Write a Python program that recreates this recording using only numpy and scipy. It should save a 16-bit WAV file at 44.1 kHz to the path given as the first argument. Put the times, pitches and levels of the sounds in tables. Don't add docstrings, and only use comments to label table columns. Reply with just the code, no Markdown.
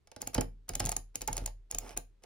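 import sys
import numpy as np
from scipy import signal
from scipy.fft import rfft, irfft, next_fast_len
from scipy.io import wavfile
from scipy.ndimage import uniform_filter1d

SR = 44100
rng = np.random.default_rng(int(sys.argv[2]) if len(sys.argv) > 2 else 0)


def to_wav(sig):
    pcm = np.clip(np.atleast_2d(sig), -1, 1) * 32767
    pcm = np.round(pcm).astype(np.int16)
    wavfile.write(sys.argv[1], SR, pcm.T)


N = 99225
T = np.arange(N) / SR
FREQS = np.arange(N + 1) * SR / (2 * N)

# [f/Hz, relative level/dB]
TICK_COLOUR = [(200, -2.5), (800, -2), (1500, -8.5), (2500, -1.5), (3700, -4.5), (5300, 2), (6600, 3.5),
               (8000, -3), (10000, -4.5), (12500, -13.5), (16000, -21.5)]

TICK_T60_S, TICK_DB, SHELL_T60_S, SHELL_DB, MODES_DB = 0.005, -2, 0.034, -2.5, -10.5
REBOUND_S, REBOUND_DB = 0.0019, -8.5
GRIP_DETUNE = 0.038
SPOT_DB, SPOT_OCTAVES = 7.5, 0.35
KNOCK_DB, THUD_T60_S, THUD_DB, FRAME_DB = -6.5, 0.081, -2, -1.5
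SLIPS_PER_S, SLIP_DB, SLIP_RANGE_DB, RUB_DB = 220, -6, 13, -1.5
SNAP_RISE_S, SNAP_HOLD_S, SNAP_T60_S, SNAP_DB = 0.00055, 0.0014, 0.0057, -5.5
SNAP_SCATTER_DB = 3
TRAVEL_S, TRAVEL_T60_S, TRAVEL_DB = 0.0024, 0.022, -20
EARLY_T60_S, EARLY_DB, AIR_DB, TOP_HZ = 0.01, -15.5, -73.5, 16500


def undb(db):
    return 10 ** (np.asarray(db) / 20)


def lookup(points, hz):
    p = np.array(points, float)
    return np.interp(np.log(np.maximum(hz, 1)), np.log(p[:, 0]), p[:, 1])


def shape(x, gain):
    return irfft(rfft(x, 2 * N) * gain)[..., :N]


def colour(x, points):
    gain = undb(lookup(points, FREQS))
    cepstrum = irfft(np.log(gain / np.sqrt(np.mean(gain ** 2))))
    cepstrum[1:N] *= 2
    cepstrum[N + 1:] = 0
    return shape(x, np.exp(rfft(cepstrum)))


def fade(t, t60):
    return np.exp(-np.log(1000) * t / t60)


def burst(t60, rise=0.0002, hold=0., count=4):
    t = T[:next_fast_len(int((hold + t60) * SR) + 64)]
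    env = np.minimum(t / rise, 1) * fade(np.maximum(t - hold, 0), t60) + 1e-9
    x = rng.standard_normal(max(len(t), N // 16))[:len(t)] * env
    for _ in range(count):
        x = irfft(np.exp(1j * np.angle(rfft(x))), len(t))
        local_rms = np.sqrt(np.abs(uniform_filter1d(x ** 2, size=24)) + 1e-12)
        x = x * env / local_rms
    return x


def add(track, s, sound):
    i = int(np.clip(s * SR, 0, N - 1))
    track[i:i + len(sound)] += sound[:N - i]


def play(events, sound):
    track = np.zeros(N)
    for s, db in events:
        add(track, s, undb(db) * sound())
    return track


def ring(modes):
    return -sum(undb(db) * np.sin(2 * np.pi * hz * T) * fade(T, t60) for hz, db, t60 in modes)


def tick(count=2):
    out, s = np.zeros(N), 0
    add(out, 0, burst(TICK_T60_S, count=2))
    for k in range(count):
        s += REBOUND_S * rng.uniform(0.55, 1.7)
        add(out, s, undb(REBOUND_DB * (k + 0.5)) * burst(TICK_T60_S, count=2))
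    return out


def gripped(spot_hz, scatter_db=3):
    # [f/Hz, relative level/dB, t60/s]
    shell_modes = [(495, -2.5, 0.076), (590, -7, 0.06), (712.6, -4, 0.058), (801, -0.5, 0.029),
                   (867, -1, 0.052), (992, -5, 0.024), (1250, -9.5, 0.032), (1436, -10, 0.04),
                   (2281, -3.5, 0.038), (2950, -7, 0.043), (4140, -5, 0.013), (5330, 6, 0.018)]
    hz, db, t60 = np.array(shell_modes).T
    detune, strength = rng.standard_normal((2, len(hz)))
    lift = SPOT_DB * np.exp(-(np.log2(hz / spot_hz) / SPOT_OCTAVES) ** 2)
    mode_hz = hz * (1 + GRIP_DETUNE * detune)
    mode_db = db + lift + scatter_db * strength
    t = T[:N // 16]
    out = np.zeros(len(t))
    for k, (f, level, decay) in enumerate(zip(mode_hz, mode_db, t60)):
        out += (-1) ** k * undb(level) * np.sin(2 * np.pi * f * t) * fade(t, decay)
    return out


def shell():
    # [t/s, relative tick level/dB, relative hollow body level/dB, favoured f/Hz]
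    taps = [(0.073, -47, -59, 772), (0.1162, -39, -49.5, 488), (.163, -34.5, -45.5, 734),
            (.225, -43, -42.5, 484), (0.272, -35, -41, 730), (0.3494, -21.5, -32, 677),
            (.364, -52, -41, 950), (0.3798, -34.5, -27.5, 628), (.412, -43, -33.5, 920),
            (.694, -36.5, -37, 710), (.736, -34.5, -45.5, 717), (0.754, -28.5, -39, 728),
            (0.8021, -18.5, -28, 875), (0.842, -35.5, -52, 700), (.869, -25.5, -41, 687),
            (0.888, -37.5, -36, 715), (.916, -30, -38.5, 810), (.924, -27.5, -40, 840),
            (.965, -36, -39, 710), (1.156, -29, -49.5, 530), (1.209, -34, -57, 500),
            (1.217, -32, -48.5, 495), (1.2232, -36, -44.5, 600), (1.2773, -32, -36.5, 865),
            (1.2827, -30.5, -31, 870), (1.33, -32.5, -46.5, 526), (1.3675, -44, -44.5, 710),
            (1.3788, -23.5, -41.5, 715), (1.461, -32.5, -45.5, 790), (1.476, -35, -43.5, 870),
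            (1.7233, -40, -43.5, 490), (1.747, -28, -42, 477), (1.784, -38, -48.5, 730),
            (1.8925, -37.5, -57.5, 705), (1.973, -26, -43, 855), (2.2371, -41.5, -50.5, 576)]
    # [f/Hz, relative level/dB]
    shell_colour = [(100, -8), (300, -6), (550, -3), (850, -3.5), (1300, -10), (1800, -8), (2500, -13.5),
                    (3700, -19.5), (5500, -17.5), (8000, -20.5), (16000, -39.5)]
    ticks = play([(s, db) for s, db, _, _ in taps], tick)
    body = play([(s, db) for s, _, db, _ in taps], lambda: burst(SHELL_T60_S, rise=0.002))
    rings = np.zeros(N)
    for s, _, db, spot_hz in taps:
        add(rings, s, undb(db) * gripped(spot_hz))
    hard = undb(TICK_DB) * colour(ticks, TICK_COLOUR)
    hollow = undb(SHELL_DB) * colour(body, shell_colour)
    return hard + hollow + undb(MODES_DB) * rings


def desk():
    # [t/s, relative level/dB, contact time/s]
    knocks = [(.165, -49, 0.0011), (0.22, -45.5, 0.00053), (.273, -43.5, 0.00082), (0.36, -33.5, 0.0021),
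              (0.383, -21.5, 0.0009), (0.403, -35.5, 0.0034), (.419, -37, 0.0011), (.698, -39, 0.0011),
              (0.758, -40.5, 0.0018), (0.808, -31, 0.0038), (.841, -34.5, 0.002), (.853, -26, 0.0067),
              (.885, -38, .002), (0.967, -45, 0.0013), (1.157, -47, 0.0015), (1.224, -45.5, .0015),
              (1.287, -36.5, 0.0021), (1.321, -44, 0.0034), (1.38, -43, 0.0036), (1.418, -39.5, 0.0017),
              (1.755, -45, 0.00073), (1.829, -44.5, 0.00084), (1.975, -45.5, 0.00097)]
    # [f/Hz, relative level/dB, t60/s]
    top_modes = [(100.9, -5, .24), (150.5, -9.5, 0.39), (177.4, -10, 0.25), (217.5, -11, 0.092),
                 (262.5, -2, 0.2), (310, -6, 0.083), (369.5, -8, 0.22), (482, -6.5, 0.14), (643, -9, 0.072),
                 (790, -9.5, 0.12), (875, -15.5, .1)]
    # [f/Hz, relative level/dB]
    thud_colour = [(40, -20), (70, -2), (105, 7.5), (170, 4.5), (280, -1.5), (500, -5), (900, -20),
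                   (2000, -38), (16000, -64.5)]
    pushes, thuds = np.zeros(N), np.zeros(N)
    for s, db, contact_s in knocks:
        push = np.hanning(max(int(contact_s * SR), 3))
        push = undb(db) * push / push.sum()
        add(pushes, s - contact_s / 2, push)
        add(thuds, s - contact_s / 2, np.convolve(burst(THUD_T60_S, rise=0.0016), push))
    ringing = shape(pushes, rfft(ring(top_modes), 2 * N))
    return undb(KNOCK_DB) * ringing + undb(THUD_DB) * colour(thuds, thud_colour)


def fingertip(grain_db=4, low_hz=500, high_hz=1500):
    # [start t/s, length/s, relative level/dB]
    rubs = [(0.204, 0.031, -54), (0.26, 0.043, -55.5), (0.331, 0.042, -51), (0.681, 0.0096, -56),
            (0.792, 0.11, -49.5), (1.143, 0.013, -56.5), (1.288, 0.17, -54), (1.7, 0.01845, -54),
            (1.803, 0.15, -53), (1.964, 0.01, -48.5), (2.221, 0.038, -64.5)]
    # [f/Hz, relative level/dB]
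    rub_colour = [(100, -3), (350, 1.5), (750, -3), (1400, -7.5), (2600, -10.5), (4500, -19), (6500, -10),
                  (8000, -14), (12000, -18), (16000, -27)]
    grain_levels = np.repeat(rng.standard_normal(N // 128 + 1), 128)[:N]
    grains = rng.standard_normal(N) * undb(grain_db * grain_levels)
    pressure = np.zeros(N)
    for s, length, db in rubs:
        stroke = np.clip((T - s) / length, 0, 1)
        pressure += undb(db) * np.sqrt(np.abs(np.sin(np.pi * stroke)))
    slips = np.zeros(N)
    for when, spot, size in rng.random((int(SLIPS_PER_S * N / SR), 3)):
        if pressure[int(when * N)] > 1e-6:
            spot_hz = low_hz + spot * (high_hz - low_hz)
            add(slips, when * N / SR, undb(-SLIP_RANGE_DB * size) * gripped(spot_hz))
    slips = slips / slips[pressure > pressure.mean()].std()
    rub = colour(grains / grains.std() * pressure, rub_colour)
    return undb(RUB_DB) * rub + undb(SLIP_DB) * pressure * slips


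def snap(count=20):
    x = burst(SNAP_T60_S, SNAP_RISE_S, SNAP_HOLD_S, count=3)
    spectrum = rfft(x, 2 * len(x))
    bands = np.linspace(0, count - 1, len(spectrum))
    scatter = np.interp(bands, np.arange(count), rng.standard_normal(count))
    gain = undb(SNAP_SCATTER_DB * scatter)
    return irfft(spectrum * gain / np.sqrt(np.mean(gain ** 2)))[:len(x)]


def switch():
    # [t/s, relative level/dB]
    snap_events = [(0.2172, -21.5), (0.273, -22), (0.3449, -18), (0.409, -19.5), (0.6909, -19.5),
                   (0.7528, -18.5), (0.7967, -21), (0.8007, -24), (0.8528, -23.5), (0.86, -20.5),
                   (0.8686, -31), (0.892, -18), (0.9172, -21), (0.9225, -33), (0.9656, -18), (1.156, -20),
                   (1.2172, -22.5), (1.2762, -19.5), (1.3286, -22.5), (1.3675, -21), (1.3777, -30),
                   (1.4599, -21), (1.7116, -22.5), (1.7468, -23), (1.7853, -18), (1.974, -18.5)]
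    # [f/Hz, relative level/dB]
    snap_colour = [(300, -30.5), (2000, -28.5), (5000, -17.5), (5800, -19), (6500, -1), (7000, 4.5),
                   (7500, -13.5), (8000, -4.5), (8600, -20), (9400, -5), (11200, -12.5), (12400, -13.5),
                   (13500, -2.5), (14300, -19), (15400, -9), (16500, -37.5)]
    snaps = play(snap_events, snap)
    travel_events = [(s - TRAVEL_S, db) for s, db in snap_events]
    travel = play(travel_events, lambda: burst(TRAVEL_T60_S, TRAVEL_S, TRAVEL_S, count=1))
    return undb(SNAP_DB) * colour(snaps, snap_colour) + undb(TRAVEL_DB) * colour(travel, TICK_COLOUR)


def frame():
    # [t/s, relative level/dB]
    push_events = [(.227, -47.5), (.356, -35), (.377, -34), (.72, -35), (.807, -36), (.826, -32),
                   (.977, -44.5), (1.208, -40), (1.306, -33.5), (1.356, -43.5), (1.406, -37),
                   (1.427, -37.5), (1.738, -36), (1.947, -42.5)]
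    # [f/Hz, relative level/dB, t60/s]
    frame_modes = [(38.65, 1.5, 0.69), (95, -13.5, 0.62)]
    sway = ring(frame_modes)
    return undb(FRAME_DB) * play(push_events, lambda: sway)


def room(x, onset_s=0.0065):
    # [f/Hz, t60/s]
    room_t60 = [(150, 0.5), (350, 0.19), (800, 0.18), (3000, 0.19), (7000, 0.2), (15000, 0.17)]
    # [f/Hz, level/dB]
    room_colour = [(60, -33), (130, -22.5), (300, -8.5), (550, 0.5), (800, -3), (2500, -6.5), (5000, -9.5),
                   (7000, -20), (8000, -25.5), (10000, -9.5), (13500, -21), (16000, -18)]
    noise = rng.standard_normal((2, N))
    tail = 0
    for k, (_, t60) in enumerate(room_t60):
        band = lookup([(hz, j == k) for j, (hz, _) in enumerate(room_t60)], FREQS)
        env = fade(T, t60) * np.minimum(T / onset_s, 1)
        tail = tail + shape(noise, band) * env / np.linalg.norm(env)
    near = fade(T, EARLY_T60_S) * np.minimum(T / 0.0031, 1)
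    early = rng.standard_normal((2, N)) * near / np.linalg.norm(near)
    late_response = rfft(tail, 2 * N) * undb(lookup(room_colour, FREQS))
    return shape(x, late_response + undb(EARLY_DB) * rfft(early, 2 * N))


def scene():
    # [f/Hz, phase/rad]
    left_lead = [(20, 0), (200, .08), (700, .35), (2000, .6), (5400, 1.0), (6200, 2.0), (7200, 3.1),
                 (10000, 5.9), (11800, 7.3), (13300, 9.2), (15000, 10.5), (16000, 12)]
    # [f/Hz, level/dB]
    body_balance = [(60, 1.5), (130, -1.5), (300, -5), (700, -13), (1400, 1.5), (2600, -7), (5000, -3),
                    (6500, 1.5), (16000, 0)]
    # [f/Hz, relative level/dB]
    air_colour = [(25, 5), (60, 2.5), (100, -2.5), (200, -14.5), (350, -14.5), (415, -8.5), (500, -21.5),
                  (1200, -27), (4000, -32), (11000, -42.5), (16000, -51)]
    body = shell() + desk() + fingertip()
    snaps = switch()
    sides = np.array([[1], [-1]]) / 2
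    lead = np.exp(1j * sides * lookup(left_lead, FREQS))
    balance = undb(sides * lookup(body_balance, FREQS))
    direct = shape(snaps, lead) + shape(body, lead * balance)
    air_noise = rng.standard_normal(N) + 1.5 * rng.standard_normal((2, N))
    air = undb(AIR_DB) * colour(air_noise, air_colour)
    return direct + room(snaps + body) + frame() + air


def record(dry):
    dry = signal.sosfilt(signal.butter(2, 30, "high", fs=SR, output="sos"), dry)
    return signal.sosfilt(signal.ellip(8, .2, 70, TOP_HZ, fs=SR, output="sos"), dry)


dry = scene()
out = record(dry)
to_wav(out)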